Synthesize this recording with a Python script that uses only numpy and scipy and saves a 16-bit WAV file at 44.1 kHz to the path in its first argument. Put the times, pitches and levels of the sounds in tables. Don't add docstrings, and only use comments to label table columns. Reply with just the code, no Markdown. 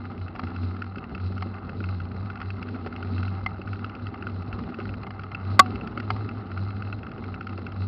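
import sys
import numpy as np
from scipy import signal
from scipy.io import wavfile
from scipy.ndimage import uniform_filter1d

SR = 44100
rng = np.random.default_rng(int(sys.argv[2]) if len(sys.argv) > 2 else 0)


def volts(x):
    e = np.asarray(x, float) / 20
    return 10 ** e


def int16_out(signal):
    q = np.round(np.clip(np.atleast_2d(signal).T, -1, 1) * 32767)
    wavfile.write(sys.argv[1], SR, q.astype(np.int16))


N = 347067

# time in seconds, pitch in Hz.
HUM_PITCH = [(0.0, 94.1), (0.58, 90.5), (1.04, 96.6), (1.29, 92.2), (1.64, 96.0), (2.02, 91.6),
             (2.26, 97.0), (2.94, 93.1), (3.96, 99.7), (4.41, 96.0), (4.66, 100.9), (5.32, 96.0),
             (5.84, 102.8), (6.4, 102.6), (6.49, 96.2), (7.01, 101.2), (7.15, 96.8), (7.87, 96.7)]
# centre in seconds, length in seconds, peak hum in dB.
LOAD_SURGES = [(-0.0, 0.34, -37.5), (0.23, 0.09, -30.5), (0.46, 0.06, -31.5), (0.652, 0.22, -28.5),
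               (0.887, 0.25, -36), (1.255, 0.1, -27), (1.386, 0.37, -31), (1.884, 0.23, -29.5),
               (1.97, 0.5, -37), (2.236, 0.22, -33.5), (2.499, 0.16, -31.5), (2.732, 0.36, -36),
               (3.214, 0.39, -27), (3.51, 0.5, -39), (3.719, 0.11, -29.5), (3.85, 0.11, -35),
               (4.061, 0.1, -33), (4.364, 0.32, -33.5), (4.555, 0.14, -37), (4.877, 0.16, -34),
               (5.199, 0.62, -40), (5.502, 0.15, -26), (5.67, 0.23, -32.5), (6.141, 0.34, -31),
               (6.38, 0.08, -31.5), (6.618, 0.22, -29), (6.862, 0.31, -31.5), (7.271, 0.18, -34.5),
               (7.546, 0.29, -35.5), (7.853, 0.2, -27.5)]
# time in seconds, rumble level in dB.
ROAD_COARSENESS = [(0, -40), (.32, -45.5), (.5, -42), (1.0, -44.5), (1.4, -42), (2.9, -42), (3.14, -39.5),
                   (3.62, -43), (4.24, -41), (5.7, -39), (6.6, -39), (7.36, -41.5), (7.87, -41)]
# frequency in Hz, density in dB per Hz.
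RUMBLE_SPECTRUM = [(15, -14.5), (28, -27), (42, -23.5), (62, -2), (130, -7.5), (170, -5.5), (245, -10.5),
                   (290, -14.5), (400, -17.5), (550, -21.5), (900, -29)]
# frequency in Hz, width in Hz, level in dB.
FRAME_RESONANCES = [(240, 20, 0), (335, 30, -9), (395, 30, -9)]
# frequency in Hz, width in Hz, level in dB.
CASE_RESONANCES = [(629, 37, -8.5), (783.6, 55.5, -1.5), (1229, 205, -0.5), (1359, 266, -3),
                   (2080, 82, -13.5), (2675, 140, -19)]
# time in seconds, peak in dB.
CHAIN_SNAPS = [(0.28, -42), (0.561, -40), (0.982, -39), (1.039, -42.5), (1.839, -38), (2.503, -37.5),
               (2.626, -35.5), (2.87, -39.5), (2.961, -38), (3.278, -40), (3.615, -39.5), (3.95, -41.5),
               (4.067, -37), (4.527, -37.5), (4.891, -43.5), (5.234, -37), (5.347, -35.5), (5.66, -39),
               (5.756, -38), (5.81, -42.5), (5.872, -36.5), (6.289, -38), (6.704, -43), (6.926, -37.5),
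               (7.03, -42.5), (7.239, -39), (7.341, -38.5), (7.576, -39), (7.665, -37), (7.719, -42)]
# time in seconds, peak in dB.
CHAIN_JOLTS = [(0.359, -33.5), (0.469, -32), (0.819, -25), (0.957, -33.5), (1.148, -26), (1.378, -30),
               (1.803, -31.5), (2, -31), (2.3, -28.5), (2.355, -33), (2.414, -26), (2.925, -32),
               (3.026, -30), (3.179, -29.5), (3.229, -27), (3.674, -32), (3.73, -29), (3.843, -27),
               (4.223, -30), (4.268, -29), (4.785, -34.5), (4.8, -29.5), (5.193, -30.5), (5.974, -22.5),
               (5.999, -27), (6.574, -29.5), (6.821, -29), (7.065, -34), (7.408, -30.5), (7.468, -27.5)]
# low modes, high modes and crack, all in dB relative to its peak.
SNAP_MIX = (4.6, -5.5, -2.5)
JOLT_MIX = (-0.77, -17.5, -12)
LINK_MIX = (-2.3, -17.5, -9)
# frequency in Hz, level in dB, 60 dB decay in seconds.
TICK_LOW_MODES = [(1289, -1, 0.023), (1407, 4.5, 0.018)]
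TICK_HIGH_MODES = [(2170, -7.5, 0.059), (2652, 9, 0.021), (3300, -7.5, 0.009), (4560, -11, 0.014)]
# frequency in Hz, width in Hz, level in dB.
CRACK_RESONANCES = [(1500, 430, 0), (2560, 1650, -0.5), (3410, 1700, -4), (4500, 1700, -8.5)]
# time in seconds, peak in dB, then low, bright and top modes in dB relative to it.
MOUNT_KNOCKS = [(.351, -34, 2, -27, -34), (.393, -23.5, -9, -19, -15.5), (1.422, -23, -8.5, -10, -15),
                (2.861, -28, -2.5, -20, -46), (3.4612, -20, -8.5, 3, -24), (4.141, -31, -3.5, -9.5, -36),
                (2.401, -31.5, -11, -14, -19), (4.589, -30, -13, -9, -21), (.434, -30, -6, -12, -12),
                (5.066, -31, -4.5, -6, -23), (5.315, -30.5, -12, -6, -13), (5.032, -32.5, -12, -10, -7),
                (5.105, -31, -8, -12, -10), (6.1027, -15.5, -8, -11, -11), (6.162, -31, -3.5, -27, -14)]
# frequency in Hz, level in dB, 60 dB decay in seconds.
KNOCK_BODY_MODES = [(1110, -2, .03), (1205, 0, .028), (1310, -4, .03)]
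KNOCK_LOW_MODES = [(754, 0, 0.049), (899, -13.5, 0.14)]
KNOCK_BRIGHT_MODES = [(2090, 0.017, 0.037)]
KNOCK_TOP_MODES = [(2800, -9, 0.013), (3240, -8.5, 0.0041), (4170, -6.5, 0.024), (4870, -10.5, 0.006)]
# time in seconds, peak in dB, upper frame modes in dB relative to it.
ROAD_BUMPS = [(0.433, -23.5, -24), (0.969, -29.5, -7), (1.3, -30, -7), (1.458, -28.5, -7),
              (1.805, -25, -12.5), (2.298, -42, -17), (2.862, -26, -6.5), (3.591, -33, -2.5),
              (4.576, -31, -24), (4.786, -29, -0.5), (5.591, -15.5, -10), (5.973, -31.5, -2),
              (7.08, -29, -12), (7.581, -28.5, -7.5)]
# frequency in Hz, level in dB, 60 dB decay in seconds.
BUMP_LOW_MODES = [(173, -8, 0.041), (234.6, -2.5, 0.096)]
BUMP_HIGH_MODES = [(333.5, 3, 0.065), (394, 0.5, 0.061), (557, -2, 0.05)]
# time in seconds, peak in dB.
STONE_BLOWS = [
    (5.5927, 1),
    (5.5943, 1),
    (5.596, -3),
    (5.5998, -11),
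]
# frequency in Hz, level in dB, 60 dB decay in seconds.
STONE_MODES = [(560, -20, .03), (757, -11, 0.027), (1134, 0, .045), (1263, -5, 0.027), (1517, -7.5, 0.022),
               (2054, -2, 0.015), (2510, -7.5, 0.0072), (2740, -17, 0.017), (3280, -17, 0.0038),
               (4644, -10, 0.011), (5400, -13, 0.0036)]
# frequency in Hz, level in dB, 60 dB decay in seconds.
STRUT_MODES = [(745, -29, .33), (1330, -31.5, .15), (2700, -39.5, 0.14)]
# frequency in Hz, width in Hz, level in dB.
HISS_RESONANCES = [(2570, 170, -7), (4075, 260, -1), (4670, 550, -4.5), (5350, 1200, -9.5)]


def rms_one(x):
    return x / np.sqrt(np.mean(x ** 2) + 1e-20)


def in_time(rows):
    s, *columns = np.transpose(rows)
    return [np.interp(np.arange(N) / SR, s, c) for c in columns]


def drift(rate):
    r = np.exp(-40 * np.pi * rate / SR)
    white = rng.standard_normal(N // 20 + 3002)
    slow = signal.lfilter([1], [1, -2 * r, r * r], white)[3000:]
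    return np.interp(np.arange(N) / 20, np.arange(len(slow)), rms_one(slow))


def resonances(x, peaks):
    out = 0
    for k, (hz, width, db) in enumerate(peaks):
        r = np.exp(-np.pi * width / SR)
        b = [(1 - r * r) / 2, 0, (r * r - 1) / 2]
        a = [1, -2 * r * np.cos(2 * np.pi * hz / SR), r * r]
        out = out + (-1) ** k * volts(db) * signal.lfilter(b, a, x)
    return out


def strike(times, peak_db, modes, contact_s, spread_db):
    span = np.arange(int(.006 * SR))
    shape = span / (contact_s * SR) * np.exp(-span / (contact_s * SR))
    shape = shape / shape.sum()
    first = np.round(np.asarray(times) * SR).astype(int)
    at = np.minimum(first[:, None] + span, N - 1)
    out = np.zeros(N)
    for hz, db, t60 in modes:
        w = 2 * np.pi * hz / SR
        r = volts(-60 / (t60 * SR))
        luck = rng.standard_normal((len(times), 2))
        push = shape * np.cos(w * span + np.pi * luck[:, :1]) * 2
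        strength = volts(peak_db + db + spread_db * luck[:, 1])
        force = np.full(N, 1e-18)
        np.add.at(force, at, push * strength[:, None])
        out += signal.lfilter([0, np.sin(w)], [1, -2 * r * np.cos(w), r * r], force)
    return out


def load():
    idle_db = -48.5
    s, length, db = np.transpose(LOAD_SURGES)[:, :, None]
    t = np.arange(0, N + 100, 100) / SR
    power = np.sum(volts(2 * db) * np.exp(-8 * ((t - s) / length) ** 2), axis=0)
    return np.interp(np.arange(N) / SR, t, 10 * np.log10(power + volts(2 * idle_db)))


def hum():
    octave_db, octave_follows, stroke_s = -46.5, 0.74, .2
    hz, = in_time(HUM_PITCH)
    level_db = load()
    stroke_db = uniform_filter1d(level_db, int(stroke_s * SR))
    second_db = octave_db + octave_follows * (stroke_db - stroke_db.mean())
    phase = 2 * np.pi * np.cumsum(hz * (1 + .022 * drift(14))) / SR
    tone = np.sqrt(2) * volts(level_db + 1.3 * drift(20)) * np.sin(phase)
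    octave = volts(second_db + 2.5 + 1.4 * drift(13)) * np.sin(2 * phase + .7)
    return tone + octave


def rumble(level_db):
    white = rng.standard_normal((2, N))
    edges = 14 * 2 ** np.arange(0, 6.4, 1 / 3)
    spectrum_hz, spectrum_db = np.transpose(RUMBLE_SPECTRUM)
    together = drift(7)
    out = 0
    for k, (low, high) in enumerate(zip(edges, edges[1:])):
        sos = signal.butter(2, [low, high], "band", fs=SR, output="sos")
        band = signal.sosfilt(sos, white[k % 2])
        db = np.interp(np.log(low * high) / 2, np.log(spectrum_hz), spectrum_db)
        out = out + band * volts(db + 3.3 * together + 1.5 * drift(23))
    shaking = rng.standard_normal(N) * volts(3.0 * drift(2.0))
    out = out + volts(0.5) * resonances(shaking, FRAME_RESONANCES)
    return volts(level_db + 2.5) * rms_one(out)


def case_grit(road_db):
    mean_db, follows_road, grains_per_s = -47, 0.54, 2500.
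    level_db = mean_db + follows_road * (road_db - road_db.mean())
    sizes = volts(4.46 * np.minimum(rng.exponential(1, N), 5)) * rng.choice([-1, 1], N)
    grains = sizes * (rng.random(N) < grains_per_s * volts(3.5 * drift(25)) / SR)
    ringing = resonances(grains, CASE_RESONANCES)
    damped = signal.sosfilt(signal.butter(6, 3200, fs=SR, output="sos"), ringing)
    return volts(level_db) * rms_one(damped)


def quiet_links():
    links_per_s, jitter_s, level_db, spread_db = 18.5, .008, -40.5, 4.5
    contacts = CHAIN_SNAPS + CHAIN_JOLTS + MOUNT_KNOCKS + STONE_BLOWS[:1]
    loud = np.sort([0, N / SR] + [row[0] for row in contacts])
    gaps = []
    for a, b in zip(loud, loud[1:]):
        steps = max(round((b - a) * links_per_s), 1)
        gaps.append(np.linspace(a, b, steps + 1)[1:-1])
    s = np.concatenate(gaps)
    luck = rng.standard_normal((len(s), 2))
    return s + jitter_s * luck[:, 0], level_db + spread_db * luck[:, 1]


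def rebounds():
    s, db = np.transpose(CHAIN_JOLTS)
    return s + rng.uniform(.012, .03, len(s)), db - 10.5 + rng.uniform(-4, 4, len(s))


def cracks(times, peak_db, fade_s):
    hits = np.zeros(N)
    hits[np.round(times * SR).astype(int)] = volts(peak_db)
    r = np.exp(-1 / (fade_s * SR))
    envelope = signal.lfilter([1 - r], [1, -2 * r, r * r], hits + 1e-18) * np.e
    white = rng.standard_normal(N)
    return resonances(white * envelope, CRACK_RESONANCES) / np.std(resonances(white, CRACK_RESONANCES))


def ticks():
    kinds = [(np.transpose(CHAIN_SNAPS), SNAP_MIX), (np.transpose(CHAIN_JOLTS), JOLT_MIX),
             (quiet_links(), LINK_MIX), (rebounds(), LINK_MIX)]
    s = np.concatenate([at for (at, db), mix in kinds])
    levels = [db + np.array(mix)[:, None] for (at, db), mix in kinds]
    low_db, high_db, crack_db = np.concatenate(levels, axis=1)
    low = strike(s, low_db, TICK_LOW_MODES, contact_s=.001, spread_db=2.5)
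    high = strike(s, high_db, TICK_HIGH_MODES, contact_s=0.00051, spread_db=3.5)
    return low + high + cracks(s, crack_db, fade_s=0.0019)


def knocks():
    s, peak_db, low_db, bright_db, top_db = np.transpose(MOUNT_KNOCKS)
    body = strike(s, peak_db - 4, KNOCK_BODY_MODES, contact_s=0.0007, spread_db=2)
    low = strike(s, peak_db + low_db, KNOCK_LOW_MODES, contact_s=0.00029, spread_db=-0.3)
    bright = strike(s, peak_db + bright_db, KNOCK_BRIGHT_MODES, contact_s=.0008, spread_db=.1)
    top = strike(s, peak_db + top_db, KNOCK_TOP_MODES, contact_s=.0006, spread_db=2)
    return body + low + bright + top + cracks(s, peak_db - 11, fade_s=.002)


def bumps():
    s, peak_db, upper_db = np.transpose(ROAD_BUMPS)
    low = strike(s, peak_db, BUMP_LOW_MODES, contact_s=0.0011, spread_db=2.5)
    high = strike(s, peak_db + upper_db - 1, BUMP_HIGH_MODES, contact_s=.0011, spread_db=1.5)
    return low + high


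def stone():
    s, peak_db = np.transpose(STONE_BLOWS)
    blows = strike(s, peak_db, STONE_MODES, contact_s=.0003, spread_db=2)
    return blows + strike(s[:1], np.zeros(1), STRUT_MODES, contact_s=.001, spread_db=0)


def scene():
    road_db, = in_time(ROAD_COARSENESS)
    steady = hum() + rumble(road_db) + case_grit(road_db)
    return (steady + ticks() + knocks() + bumps() + stone())[None]


def step_size(x):
    block, knee, rise_db = 128, .016, 12
    swing = signal.sosfilt(signal.butter(1, 700, fs=SR, output="sos"), x)
    peak = np.abs(np.pad(swing, (0, -N % block))).reshape(-1, block).max(axis=1)
    doublings = np.clip(np.ceil(np.log2(peak / knee + 1e-9)), 0, 4)
    steps = np.repeat(volts(rise_db * doublings ** .72), block)[:N]
    return uniform_filter1d(steps, size=20)


def band_limit(x):
    return signal.sosfilt(signal.butter(12, 16420, fs=SR, output="sos"), x)


def record(dry):
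    cutoff_hz, overload = 6115, .71
    hiss = rms_one(resonances(rng.standard_normal(N), HISS_RESONANCES))
    hissy = dry + volts(-78) * step_size(dry[0]) * hiss
    dull = signal.sosfilt(signal.butter(4, cutoff_hz * 0.74, fs=SR, output="sos"), hissy)
    dull = signal.sosfilt(signal.cheby2(10, 60, cutoff_hz * 1.131, fs=SR, output="sos"), dull)
    bent = dull / (1 + np.abs(dull / overload) ** 30) ** (1 / 30)
    bent = signal.sosfilt(signal.butter(1, 12000, fs=SR, output="sos"), bent)
    return band_limit(bent)


dry = scene()
out = record(dry)
int16_out(out)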